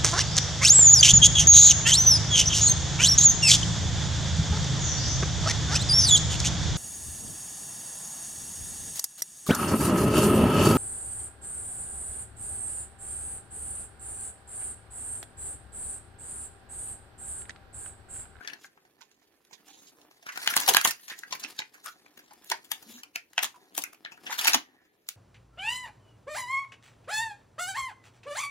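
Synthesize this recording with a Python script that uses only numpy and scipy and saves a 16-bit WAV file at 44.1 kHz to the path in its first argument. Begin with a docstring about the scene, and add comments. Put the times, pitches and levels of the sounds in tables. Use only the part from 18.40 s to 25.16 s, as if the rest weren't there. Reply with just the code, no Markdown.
"""A small blister pack of stiff plastic and torn card is pried apart by two hands, close to two microphones.
The shell buckles and releases its strain in sharp snaps; glue and paper fibres part in a dense crackle.
Fingers rub, scuff and knock the hollow shell; friction adds an airy rustle and the swish of card.
A small furnished room answers with a short reverberant tail over a faint hiss."""
import sys
import numpy as np
from scipy import signal
from scipy.io import wavfile

SR = 44100
rng = np.random.default_rng(int(sys.argv[2]) if len(sys.argv) > 2 else 0)


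def bounce(signal):
    """Save signal as a 16-bit WAV file at the path given by the first command-line argument."""
    frames = np.transpose(np.atleast_2d(signal))
    limited = np.clip(frames, -1, 1)
    pcm = np.round(limited * 32767).astype(np.int16)
    wavfile.write(sys.argv[1], SR, pcm)


N = 298071

# Levels in the tables are relative; a pan is the left level minus the right.
# Buckling folds. Each row: start in seconds, level in dB, panel resonance in Hz, levels in dB of the
# thump and of the low, upper and treble bands, rise time in ms, decay time in ms, pan in dB.
SNAPS = [(0.047, -32.5, 1770, -25, -18.5, -18.5, -39.5, 0.77, 3.6, 12),
         (0.074, -25, 1570, -30, -21, -6.5, -19, 0.64, 2.2, 7),
         (0.084, -26.5, 1660, -55.0, -26.5, -14, -29, 1.28, 1.4, 4),
         (0.132, -31, 1760, -21, -14.5, -8.5, -20, 0.4, 3.6, 5),
         (0.243, -39.5, 1520.0, -55.0, -8, -14, -36.0, 0.56, 5.3, 5),
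         (0.374, -47, 1430, -51, -4.5, -28, -47.5, 0.26, 2.3, 6),
         (0.45, -46, 770, -55.0, -12, -18, -30, 0.61, 3.5, 4),
         (0.608, -49, 1460.0, -55.0, -18, -13, -8, 1, 4.7, -8.0),
         (0.714, -53, 5900, -55.0, -16, -8, -18, 0.93, 1.9, -9),
         (0.819, -66, 807.0, -55.0, -2, -13.5, -22, 1.5, 2.2, -1),
         (1.049, -62, 1610, -18.5, -18.0, 0, 2, 0.96, 1.8, -8),
         (1.109, -44, 860, -55.0, -16, -22, -22.0, 1.28, 3.8, 0),
         (1.126, -45.5, 7160.0, -8, -25, -22, -17.0, 1.28, 2.6, -10),
         (1.284, -45.5, 6900, -55.0, -20, -34, -14, 2.6, 2.3, -15.5),
         (1.614, -59, 4100, -55.0, -18, 3, -2, 0.67, 2.6, -3.5),
         (1.712, -50.5, 724.0, -14, -4, -8, -12, 1.7, 2.6, 3),
         (1.827, -44, 690, -55.0, -18, -12, -13.5, 2.1, 7.8, -1),
         (1.864, -38, 1390, -15, -7, -6.5, -11, 2.1, 12, 2.5),
         (1.89, -26, 1420, -55.0, -25, -18, -23.5, 2.1, 7.7, 3),
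         (1.922, -41.5, 1710, -55.0, -14.0, -5.5, -6, 1.9, 15, 4),
         (1.958, -30.5, 1500, -22, -19, -14, -16, 2, 9.6, 7.5),
         (1.974, -24.5, 1410, -16, -12, -10.5, -9, 0.98, 2.6, 5),
         (2.013, -53, 1960.0, -11, -25.5, -4, 5.5, 1.28, 4.2, 1),
         (2.06, -29, 1720, -27, -39.5, -16.5, -10, 1.28, 2.0, 8),
         (2.074, 0.5, 2860, -33, -23, -15.5, -19, 0.48, 1, 4),
         (2.103, -23, 1440, -48, -39.5, -12.5, -6.5, 3.8, 14, 3.5),
         (2.138, -22.5, 1610, -36, -8.5, -4.5, -12, 1.2, 1.9, 8.5),
         (2.165, -17.5, 4270, -10, -1.5, -7, 5.5, 1.28, 2.2, 0.5),
         (2.175, -21, 4100, -55.0, -1.5, 4.5, 3, 1.1, 0.68, 1),
         (2.202, -30.5, 1410.0, -55.0, -23, 2, 8, 1.28, 1.4, 4),
         (2.211, -21, 940.0, -42.5, -37.5, -17, -6.5, 1.28, 2.2, 5),
         (2.278, -15, 850, -55.0, -6, -7, -3, 1.2, 3.1, 7),
         (2.287, -5.5, 730, -28, -40, -11, -13.5, 2, 0.48, -1),
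         (2.291, -16, 1030, -55.0, -11, -0.5, 2, 2, 6.3, 5),
         (2.311, -31.0, 2980.0, -22, -8, -22.0, -32.5, 1.28, 3.5, -6),
         (2.337, -14.5, 3720, -55.0, -20, -17, -1, 1.28, 0.84, -3),
         (2.346, -9, 3940, -19, -2.5, -7, -7, 0.34, 1.1, 8.5),
         (2.368, -5, 1532, -24, -9, -4.5, -5, 1.28, 0.79, -1.5),
         (2.378, -17, 1600.0, -55.0, -14.0, -23, -27.5, 1.28, 0.88, -4),
         (2.412, -19.5, 1750, -49, -37.5, -8, -6.5, 1.28, 2.8, 4),
         (2.449, -8.5, 7400, -21.5, -19, -7.5, -3.5, 2.15, 0.97, 0.5),
         (2.453, -15.5, 936, -55.0, -8, -10.5, -10.5, 1.2, 8.4, 7),
         (2.473, -19.5, 1890, -19, -14, -5.5, -2, 1.5, 11.6, -1),
         (2.508, -20.5, 2870, -30, -34.5, -4, -3.5, 1.2, 3.7, -1),
         (2.68, -30.5, 5400, -57, -14, -13, -16.5, 0.56, 11, 3.5),
         (2.698, -32.5, 3670, -33.5, -15, -8, -11, 0.72, 9.8, 4.5),
         (2.716, -35, 1670, -10, -11, -22, -25.0, 0.81, 2.5, 0),
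         (2.789, -39, 8300, -55.0, -31, -5.0, 3.5, 1.28, 2.2, -1),
         (2.833, -27.5, 1640, -55.0, -36, -20, -43.0, 0.34, 3.5, 0.0),
         (2.909, -40.0, 980.0, -14, -15, -4, -7, 1.6, 8.5, 2),
         (2.925, -23.5, 1030, -24, -13, -4.5, -19, 1.5, 7.5, 4.5),
         (2.95, -34, 2170, -17, -29, -10, -8, 1.9, 8.7, 1),
         (2.996, -43, 5400, -30, -30.5, -0.5, 2, 1, 11.4, 2),
         (3.039, -22.5, 2500, -55, -15, -8.5, -22, 3.4, 2, 2.5),
         (3.191, -17, 4180, -23, -24, -21, -21, 2.1, 1.6, 1.5),
         (3.219, -24, 2190, -26, -23, -38, -41, 1.5, 2.7, 6.0),
         (3.342, -44.5, 1570, -58, -18, -13.5, -12, 1.4, 12.5, 0.0),
         (3.379, -46.5, 1010.0, -54, -14, -23.5, -23, 1.5, 3.0, 10),
         (3.443, -41, 1470, -29, -18, -15, -7, 1.9, 16, -1.0),
         (3.46, -30.5, 1200.0, -34, -31, -13, -3.5, 1.4, 1.7, 6),
         (3.661, -40.5, 1950.0, -51, -8.5, -19, -29, 0.51, 2.3, 6.0),
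         (3.775, -38.0, 6500.0, -16.5, -12.5, -9, -9.5, 1.8, 2.6, 2.0),
         (3.791, -46, 1670.0, -16.5, -13.5, -6.5, -7.5, 1.4, 8.9, 1),
         (3.909, -50, 856.0, -10, -0.5, -5, -18, 1.28, 1.5, -0.5),
         (3.934, -53.5, 856, -50.5, -13, -7.5, 3.5, 1.28, 1.3, -7),
         (4.044, -56.5, 7400.0, 2.5, -17, -1.5, 14.5, 0.61, 1.5, -3),
         (4.1, -24.0, 3500, -39.5, -23, -5.5, -2.5, 1, 0.75, 5),
         (4.116, -14.5, 897, -46, -14.0, -7, -13.5, 1.2, 2.6, 3),
         (4.12, -21, 1600, -55.0, -10.5, -14, -18.5, 1.4, 3, -4),
         (4.244, -52.5, 3330.0, -58, -17, -2.5, 2, 1.2, 10, 7.5),
         (4.292, -55, 6070.0, -22.0, -15, -19, -12, 1.1, 1, 5),
         (4.316, -15.5, 3340, -31, -16.5, -10.5, -5.5, 0.91, 2.2, 4.5),
         (4.425, -45, 836, -7, -8.5, -5, 1, 1.3, 5.2, 1),
         (4.632, -28, 2334, -54, -18, -11, -13, 0.37, 2.3, 3),
         (4.758, -12, 2300, -35.5, -25.5, -13.5, -18, 0.95, 1.4, 2),
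         (4.932, -39.5, 6100, -56.5, -12.5, -8.0, -9, 0.88, 1.8, 5),
         (4.978, -2, 2700, -53.5, -15, -17.5, -28, 0.25, 2.15, 3.5),
         (4.99, -16, 2030, -55.0, -24.5, -13, -24, 1.1, 1.5, 5),
         (5.028, -18.5, 7240.0, -41, -16, -7, -8, 1.4, 0.73, -1),
         (5.032, -28.5, 6670.0, -55.0, -3.5, 1.0, 6, 2.2, 2.2, 4),
         (5.043, -27, 5030, -55.0, -2.5, 0, -1, 1.6, 1.3, 6),
         (5.049, -17, 7000.0, -45.0, -27, -19.5, -35, 0.87, 0.73, -2),
         (5.35, -44, 6700, -56.5, -3, 1, 6.5, 1.65, 3.6, 2),
         (5.365, -43, 3710.0, -50, -11, -8, 0.5, 1.2, 4.2, 14),
         (5.378, -27, 663.0, -34, -10, -2, 9.5, 1.1, 1, 2.5),
         (5.385, -31, 990, -55.0, -18, -3.5, 2, 1, 5.6, 5.5),
         (5.422, -33, 2400, -55.0, -27, 0, -1, 2.4, 1.1, 5),
         (5.437, -15, 2176, -55.0, -21.5, -16.5, -9.5, 0.29, 2, 0),
         (5.531, -48.5, 1875, -18, -0.5, -6, 1.5, 1.9, 2.9, 2.5),
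         (5.545, -44, 2180.0, -32.0, -10, -13, -9.5, 1.1, 3.8, -3.5),
         (5.648, -21.5, 3310, -25.5, -17.5, -43, -52, 0.43, 2.2, 4),
         (5.659, -29.5, 1710, -52.5, -44.5, -38.5, -49.5, 2.4, 3.8, 5),
         (5.719, -33, 2490, -20.5, -15, -19.5, -24, 2, 11, 6),
         (5.775, -41.5, 1350.0, -14, -9.5, -36, -47, 0.85, 3, 3.5),
         (5.866, -25, 2910, -41, -17, -18.5, -29, 1.8, 11, 5.5),
         (5.896, -25.5, 920.0, -47, -33, -29, -37.5, 1.4, 6.0, -4),
         (5.912, -28.5, 1540.0, -44, -26.5, -26, -33.0, 1.4, 4.6, 3),
         (5.926, -22.5, 1550, -39, -31, -13, -18, 1.4, 5.4, 6),
         (5.981, -23.5, 960, -55.0, -35.5, -17, -13, 0.78, 9.8, 3),
         (5.991, -17, 3400, -51, -38.5, -39, -10.5, 3.3, 8.1, 0.0),
         (6.011, -15.5, 2570.0, -47, -18.0, -18, -16, 1.2, 7.4, 9),
         (6.046, -14, 3140, -39.0, -42.5, -18, -12, 1.5, 3.1, 4.5),
         (6.053, -16.5, 820, -55.0, -42, -4, -34, 1, 7.2, 1.0),
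         (6.071, -8.5, 2780, -47, -40, -9, -9.5, 1.2, 2.3, 4),
         (6.077, -5, 2300, -41.5, -19, -11.5, -15, 1.4, 5.2, 1),
         (6.094, -24, 1600, -30, -6.5, -1.5, -1, 1.28, 6.3, 0),
         (6.133, -12.0, 2630.0, -52, -27, -6, -14, 1.5, 7.8, 4),
         (6.144, -14, 7020, -30, -6, -2, -4.5, 1.8, 5.1, 0),
         (6.168, -32, 2056, -23, -9, -28.5, -35, 1.08, 6.6, 9),
         (6.668, -57.5, 4910, -54, -7.5, -9.0, -12, 1.6, 1.5, -2),
         (6.687, -24, 7700, -29, -16, -2, 1.5, 0.32, 1.8, 0.5)]
# Broad resonances of card and shell. Each row: frequency in Hz, bandwidth in Hz, gain in dB.
SHELL_MODES = [(1040, 170, -3.5), (1580, 400, -14), (1770, 150, 8), (2800, 200, -22), (4200, 1500, 1.5)]
# Resonances of air and card under the fingers. Each row: frequency in Hz, bandwidth in Hz, gain in dB.
HOLLOW_MODES = [(274, 150, 4), (298, 16, 4), (400, 14, -3.5), (696, 97, -3.5)]
# Strain on the pack and finger pressure. 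Each row: time in seconds, crackle level in dB, rub level in dB.
STRAIN = [(0.0, -80, -58.5), (0.04, -63, -60.5), (0.3, -75.5, -76), (0.9, -79, -82.5), (1.32, -71.5, -69.5),
          (1.56, -73.5, -67.5), (1.88, -74.5, -76.5), (2.03, -44.5, -61.5), (2.26, -40, -55.5),
          (2.35, -47, -68), (2.5, -64, -81), (2.77, -58.5, -69.5), (2.88, -66, -66), (3.12, -58, -67),
          (3.24, -72.5, -79), (3.44, -70, -71), (3.99, -70, -67), (4.46, -64.5, -68), (4.59, -63.5, -69),
          (4.76, -91, -80), (5.01, -66.5, -73.5), (5.18, -71.5, -66), (5.7, -79.5, -70), (5.91, -58, -61),
          (6.04, -39.5, -61.5), (6.1, -32, -54), (6.25, -87, -69.5), (6.76, -82.5, -88.5)]
# Skin brushing card. Each row: time in seconds, level in dB.
RUSTLE_LEVELS = [(0.0, -74), (0.09, -76), (0.22, -97), (0.88, -84), (1.41, -59), (1.81, -73), (1.9, -67.5),
                 (2.13, -48.5), (2.28, -48), (2.33, -38.5), (2.37, -48), (2.47, -55), (2.75, -67.5),
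                 (3.16, -72.5), (3.56, -76), (3.71, -79.5), (4.46, -60), (4.61, -74.5), (5.38, -74.5),
                 (5.53, -73), (5.74, -76), (6.04, -56.5), (6.08, -57.5), (6.19, -76), (6.42, -83.5),
                 (6.76, -84)]
# Where the hands work. Each row: time in seconds, pan in dB before it is narrowed for wide sounds.
HAND_PAN = [(0, -1), (.5, -19), (.6, -29), (1.3, -24), (1.75, 4.5), (4.0, 3.5), (6.76, 6.5)]
# Spectrum of the background noise. Each row: frequency in Hz, spectral density in dB.
HISS_SPECTRUM = [(15, -56), (25, -22.5), (64, -13), (335, -7), (427, -0.5), (1260, -38.5), (1610, -18.5),
                 (1740, -5), (1890, -16.5), (3720, -23), (7510, -59), (12900, -19), (14500, -14),
                 (17000, -6)]
# Likeness of that noise at the two microphones. Each row: frequency in Hz, correlation coefficient.
HISS_CORRELATION = [(60, 0.66), (240, 0.94), (950, 0.11), (3770, 0.08), (15000, 0.12)]
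# Short scuffs, hollow knocks and a faint ring after the last tear. Each row: start in seconds,
# level in dB, resonance in Hz, level of the broadband part in dB, pan in dB, length in ms.
SCUFFS_AND_KNOCKS = [(0.001, -46, 1520, -42, 9, 75), (4.46, -46.5, 240, -29.5, -0.5, 160),
                     (0.098, -41, 2680, -39, 12, 12), (0.612, -53, 960, 3, -10, 25),
                     (1.129, -58.5, 1010, 6, -15.5, 36), (2.702, -38.5, 1820, -25, -1, 51),
                     (3.041, -38, 2660, -7, -3, 29), (3.193, -35, 940, 0.5, 1.5, 15.7),
                     (3.454, -38, 1390, -7.5, -2, 51), (3.909, -44, 855, -24, 3.5, 27),
                     (5.141, -48, 1010, -39.5, 1.5, 34), (5.379, -31.5, 784, -0.5, 1, 12.6),
                     (5.898, -38.5, 950, -6, 3.5, 62), (1.26, -62, 790, -3, -2, 150),
                     (1.56, -65, 600, -8, 0, 140), (4.1, -42, 382, -29, 2, 55),
                     (6.219, -65, 1780, -40, 1, 365), (2.288, -26.5, 415, -30, 3, 37),
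                     (3.036, -47, 280, -22.5, 1, 62), (5.375, -36.5, 322, -26.5, -5, 30),
                     (5.02, -46.5, 288, -27.5, 0, 55), (6.14, -25, 283, -29.5, -6, 27),
                     (6.143, -27.5, 880, -27, 4, 20.4)]
# Card sliding over skin or table. Each row: start in seconds, length in seconds, level in dB,
# level of the top band in dB.
SLIDES = [(0.186, 0.099, -67.5, -13), (0.609, 0.034, -64.5, -14), (1.109, 0.054, -66, -12),
          (1.246, 0.27, -67.5, -24), (2.6, 0.1, -77, 11.5), (3.426, 0.12, -67, -3.5),
          (4.048, 0.05, -61.5, -2), (4.248, 0.019, -75, -5), (4.462, 0.16, -62.5, -5),
          (5.891, 0.067, -46, -10.5), (5.016, 0.054, -41.5, -10)]
# Resonances of the card's edges. Each row: frequency in Hz, bandwidth in Hz, gain in dB.
CARD_EDGE_MODES = [(3980, 370, -6.5), (6500, 1400, 0)]
# Microphone openings. Each row: frequency in Hz, bandwidth in Hz, left gain in dB, right gain in dB.
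PORT_RESONANCES = [(730, 3980, 6, 8), (6560, 1100, -9, 5), (6790, 380, 8, 3.5), (7690, 1300, -4, -6),
                   (11100, 6300, 7.5, 3)]


def from_db(db):
    return 10 ** (np.asarray(db) / 20)


def unit_rms(x):
    return x / np.sqrt(np.mean(x ** 2) + 1e-20)


def at_hz(points, hz):
    frequencies, values = np.transpose(points)
    return np.interp(np.log(hz), np.log(frequencies), values)


def at_times(rows, t):
    times, *columns = np.transpose(rows)
    return [np.interp(t, times, column) for column in columns]


def panned(x, pan_db):
    return np.array([x * from_db(pan_db / 2), x * from_db(-pan_db / 2)])


def band(x, low_hz, high_hz, order=2):
    sos = signal.butter(order, [low_hz, min(high_hz, .45 * SR)], "band", fs=SR, output="sos")
    return signal.sosfilt(sos, x)


def resonate(x, hz, width_hz):
    """A damped oscillator: two poles, unit gain at resonance."""
    r = np.exp(-np.pi * width_hz / SR)
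    feedback = [1, -2 * r * np.cos(2 * np.pi * hz / SR), r * r]
    return signal.lfilter(np.array([1, 0, -1]) * (1 - r * r) / 2, feedback, x)


def drift(rate_hz):
    """Low-passed noise gives a slow random fluctuation of unit RMS."""
    r = np.exp(-2 * np.pi * rate_hz / SR)
    return unit_rms(signal.lfilter([1], [1, -2 * r, r * r], rng.standard_normal(N + SR))[SR:])


def grains(per_s, spread_db, clump_db):
    """Shot noise: tiny breaks or slips come at random, in clumps as their rate fluctuates."""
    sizes = from_db(spread_db * np.minimum(rng.exponential(1, N), 5)) * rng.choice([-1, 1], N)
    occurs = rng.random(N) < per_s * from_db(clump_db * drift(60)) / SR
    return sizes * occurs + 1e-18


def crackle(level_db, body_db=-5.5, bright_db=-7.5):
    """Fracture: parting fibres and glue emit broadband clicks and excite the modes of card and shell."""
    breaks = grains(per_s=4100, spread_db=0, clump_db=7.5)
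    body = sum(from_db(db) * resonate(breaks, hz, width_hz) * (-1) ** k
               for k, (hz, width_hz, db) in enumerate(SHELL_MODES))
    broad = unit_rms(band(breaks, 710, 8400))
    bright = unit_rms(band(breaks, 4800, 16000, order=3))
    return from_db(level_db - 8.5) * (from_db(body_db) * unit_rms(body) + broad + from_db(bright_db) * bright)


def rub(level_db):
    """Cavity resonance: skin slipping on the shell sets its hollow humming."""
    slips = grains(per_s=400, spread_db=3.5, clump_db=5.5)
    hum = sum(from_db(db) * resonate(slips, hz, width_hz) for hz, width_hz, db in HOLLOW_MODES)
    return from_db(level_db - 4) * unit_rms(hum)


def rustle(t, trim_db=-14.5):
    """Friction of skin on card: many fine slips merge into a smooth noise high in the treble."""
    level_db, = at_times(RUSTLE_LEVELS, t)
    friction = grains(per_s=11000, spread_db=3.5, clump_db=3)
    return from_db(level_db + trim_db) * unit_rms(band(friction, 11000, 21000))


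def hiss(level_db=-76.5, flicker_db=1.5):
    """Partly correlated noise of room and microphones, in half-octave bands that each flicker a little."""
    out, edges_hz = 0, 20 * 2 ** np.arange(0, 10, .5)
    white = rng.standard_normal((2, 2, N))
    for k, (low, high) in enumerate(zip(edges_hz, edges_hz[1:])):
        mid, side = band(white[k % 2], low, high)
        hz = np.sqrt(low * high)
        correlation = at_hz(HISS_CORRELATION, hz)
        gain = from_db(at_hz(HISS_SPECTRUM, hz) + flicker_db * drift(7.4))
        out += gain * (np.sqrt(1 + correlation) * mid + np.sqrt(1 - correlation) * side * [[1], [-1]])
    return from_db(level_db) * unit_rms(out)


def scuffs_and_knocks(hollow_q=7.7, trim_db=-16.5):
    """Forced resonance: grainy noise rises fast and fades, driving one mode to a scuff, knock or ring."""
    out = np.zeros((2, N))
    noise = grains(per_s=10000, spread_db=5.5, clump_db=2)
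    for start, db, hz, broad_db, pan_db, length_ms in SCUFFS_AND_KNOCKS:
        at, size = round(start * SR), round(length_ms * SR / 1000)
        drive = noise[at:at + size] * np.sin(np.pi * np.linspace(0, 1, size) ** .5)
        hollow = unit_rms(resonate(drive, hz, hz / hollow_q))
        broad = from_db(broad_db) * unit_rms(band(drive, 1400, 6200))
        out[:, at:at + size] += panned(from_db(db + trim_db) * (hollow + broad), pan_db)
    return out


def snaps(panel_q=2.7, ring_db=-10, middle_db=-14, trim_db=-10.5):
    """Buckling: a fold gives way in uneven slips that ring one panel, then settles softly."""
    lead_in_db, lead_in_ms = -18.5, 6   # a faint swell of noise leads into each snap
    settle_db, settle_ms = -25, 14
    push_ms, thump_scatter_db = 0.5, 7
    size, lead = SR // 12, SR // 40
    out = np.zeros((2, N + SR))
    ms = (np.arange(size) - lead) / SR * 1000 - 1.2   # zero at the peak, just after the start
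    air_push = unit_rms(band(np.exp(-(2 * ms / push_ms) ** 2), 125, 480))
    slips, jolts = rng.standard_normal((2, len(SNAPS), size))
    paths = sound_paths(len(SNAPS))   # the hands have moved before each snap
    for row, slip, jolt, path in zip(SNAPS, slips, jolts, paths):
        start, db, hz, thump_db, low_db, upper_db, treble_db, rise_ms, decay_ms, pan_db = row
        release = np.exp(np.where(ms < 0, ms / rise_ms, -ms / decay_ms))
        lead_in = from_db(lead_in_db) * rise_ms * np.exp(ms / lead_in_ms) * (ms < 0)
        settling = from_db(settle_db) * np.exp(-ms / settle_ms) * (ms > 0)
        envelope = release + lead_in + settling
        burst = slip * from_db(6 * jolt) * envelope
        lingering = slip * envelope ** .89   # the treble is spread a little wider in time
        parts = [(low_db, band(burst, 680, 1850, order=3)),
                 (middle_db, band(burst, 1353, 2200)),
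                 (upper_db, band(burst, 2800, 6000, order=3)),
                 (treble_db, band(lingering, 6000, 21000, order=3)),
                 (ring_db, resonate(resonate(burst, hz, hz / panel_q), hz, hz / panel_q))]
        snap = panned(sum(from_db(part_db) * unit_rms(part) for part_db, part in parts), pan_db)
        # The push of air reaches the two microphones unevenly.
        thump = panned(from_db(thump_db) * air_push, pan_db + thump_scatter_db * jolt[0])
        gain = from_db(db + trim_db) * np.sqrt(np.mean(envelope ** 2))
        heard = signal.fftconvolve(gain * (snap + thump), path, axes=1)
        at = round(start * SR)
        out[:, at:at + heard.shape[1]] += heard
    return out[:, lead:lead + N]


def slides(t, ramp_s=0.026):
    """Sliding friction: card makes a short, grainy swish, coloured by the resonances of its edges."""
    friction = grains(per_s=14000, spread_db=3, clump_db=5.5)
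    edges = sum(from_db(db) * unit_rms(resonate(friction, hz, width_hz))
                for hz, width_hz, db in CARD_EDGE_MODES)
    swish = unit_rms(unit_rms(band(friction, 2380, 7640)) + edges)
    top = unit_rms(band(friction, 7640, 14000))
    out = np.zeros(N)
    for start, length, db, top_db in SLIDES:
        envelope = np.clip(np.minimum(t - start, start + length - t) / ramp_s, 0, 1)
        out += from_db(db) * (swish + from_db(top_db) * top) * envelope
    return out


def sound_paths(count, scatter_t60_s=0.0071, room_t60_s=0.17, max_right_lag_s=0.00031):
    """Stereo impulse responses: direct sound, scattering off hands and table, and reverberation."""
    t = np.arange(SR // 5) / SR
    scatter, shared, late = rng.standard_normal((3, count, 2, len(t)))
    scatter += band(shared[:, :1] - scatter, 120, 310, order=1)   # long waves reach both sides alike
    dull = signal.lfilter(*signal.butter(2, 2930, fs=SR), late)   # returned by the walls
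    treble = signal.lfilter(*signal.butter(1, 7900, fs=SR), late) - dull   # furnishings absorb the top
    tail = (from_db(-30.5) * dull + from_db(-33.5) * treble) * from_db(-60 * t / room_t60_s)
    build_up = 1 - np.exp(-t / 0.0034)
    out = scatter * from_db(-20 - 60 * t / scatter_t60_s) + tail * build_up
    right_lag = (rng.random(count) * max_right_lag_s * SR).astype(int)
    out[:, 0, 0] += 1   # direct sound
    out[np.arange(count), 1, right_lag] += 1
    return out


def room(x, hop=2048):
    """Time-varying propagation: the pack moves, so each overlapping stretch takes a random path."""
    out, paths = np.zeros((2, N + SR)), sound_paths(16)
    window = np.hanning(2 * hop + 1)[:-1]
    x = np.pad(x, [(0, 0), (hop, 0)])
    for at in range(0, N + hop, hop):
        piece = x[:, at:at + 2 * hop]
        path = paths[rng.integers(len(paths))]
        heard = signal.fftconvolve(piece * window[:piece.shape[1]], path, axes=1)
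        out[:, at:at + heard.shape[1]] += heard
    return out[:, hop:hop + N]


def microphone_ports(x):
    """Resonance in each microphone opening puts peaks and dips in the spectrum."""
    for hz, width_hz, left_db, right_db in PORT_RESONANCES:
        x = x + (from_db([[left_db], [right_db]]) - 1) * resonate(x, hz, width_hz)
    return x


def scene():
    """Superposition: handling noise and snaps reach the microphones through the room, over the hiss."""
    t = np.arange(N) / SR
    crackle_db, rub_db = at_times(STRAIN, t)
    pan_db, = at_times(HAND_PAN, t)
    wide_sounds = crackle(crackle_db) + rub(rub_db) + slides(t) + rustle(t)
    handling = panned(wide_sounds, 0.16 * pan_db) + scuffs_and_knocks()
    return microphone_ports(snaps() + room(handling)) + hiss()


def record(dry, cutoff_hz=15950):
    """Soft saturation amplifies the sound and rounds its peaks; a steep low-pass limits the bandwidth."""
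    rounded = 1.837 * np.tanh(dry / 1.148)
    return signal.sosfilt(signal.ellip(12, .5, 90, cutoff_hz, fs=SR, output="sos"), rounded)


dry = scene()
out = record(dry)
bounce(out)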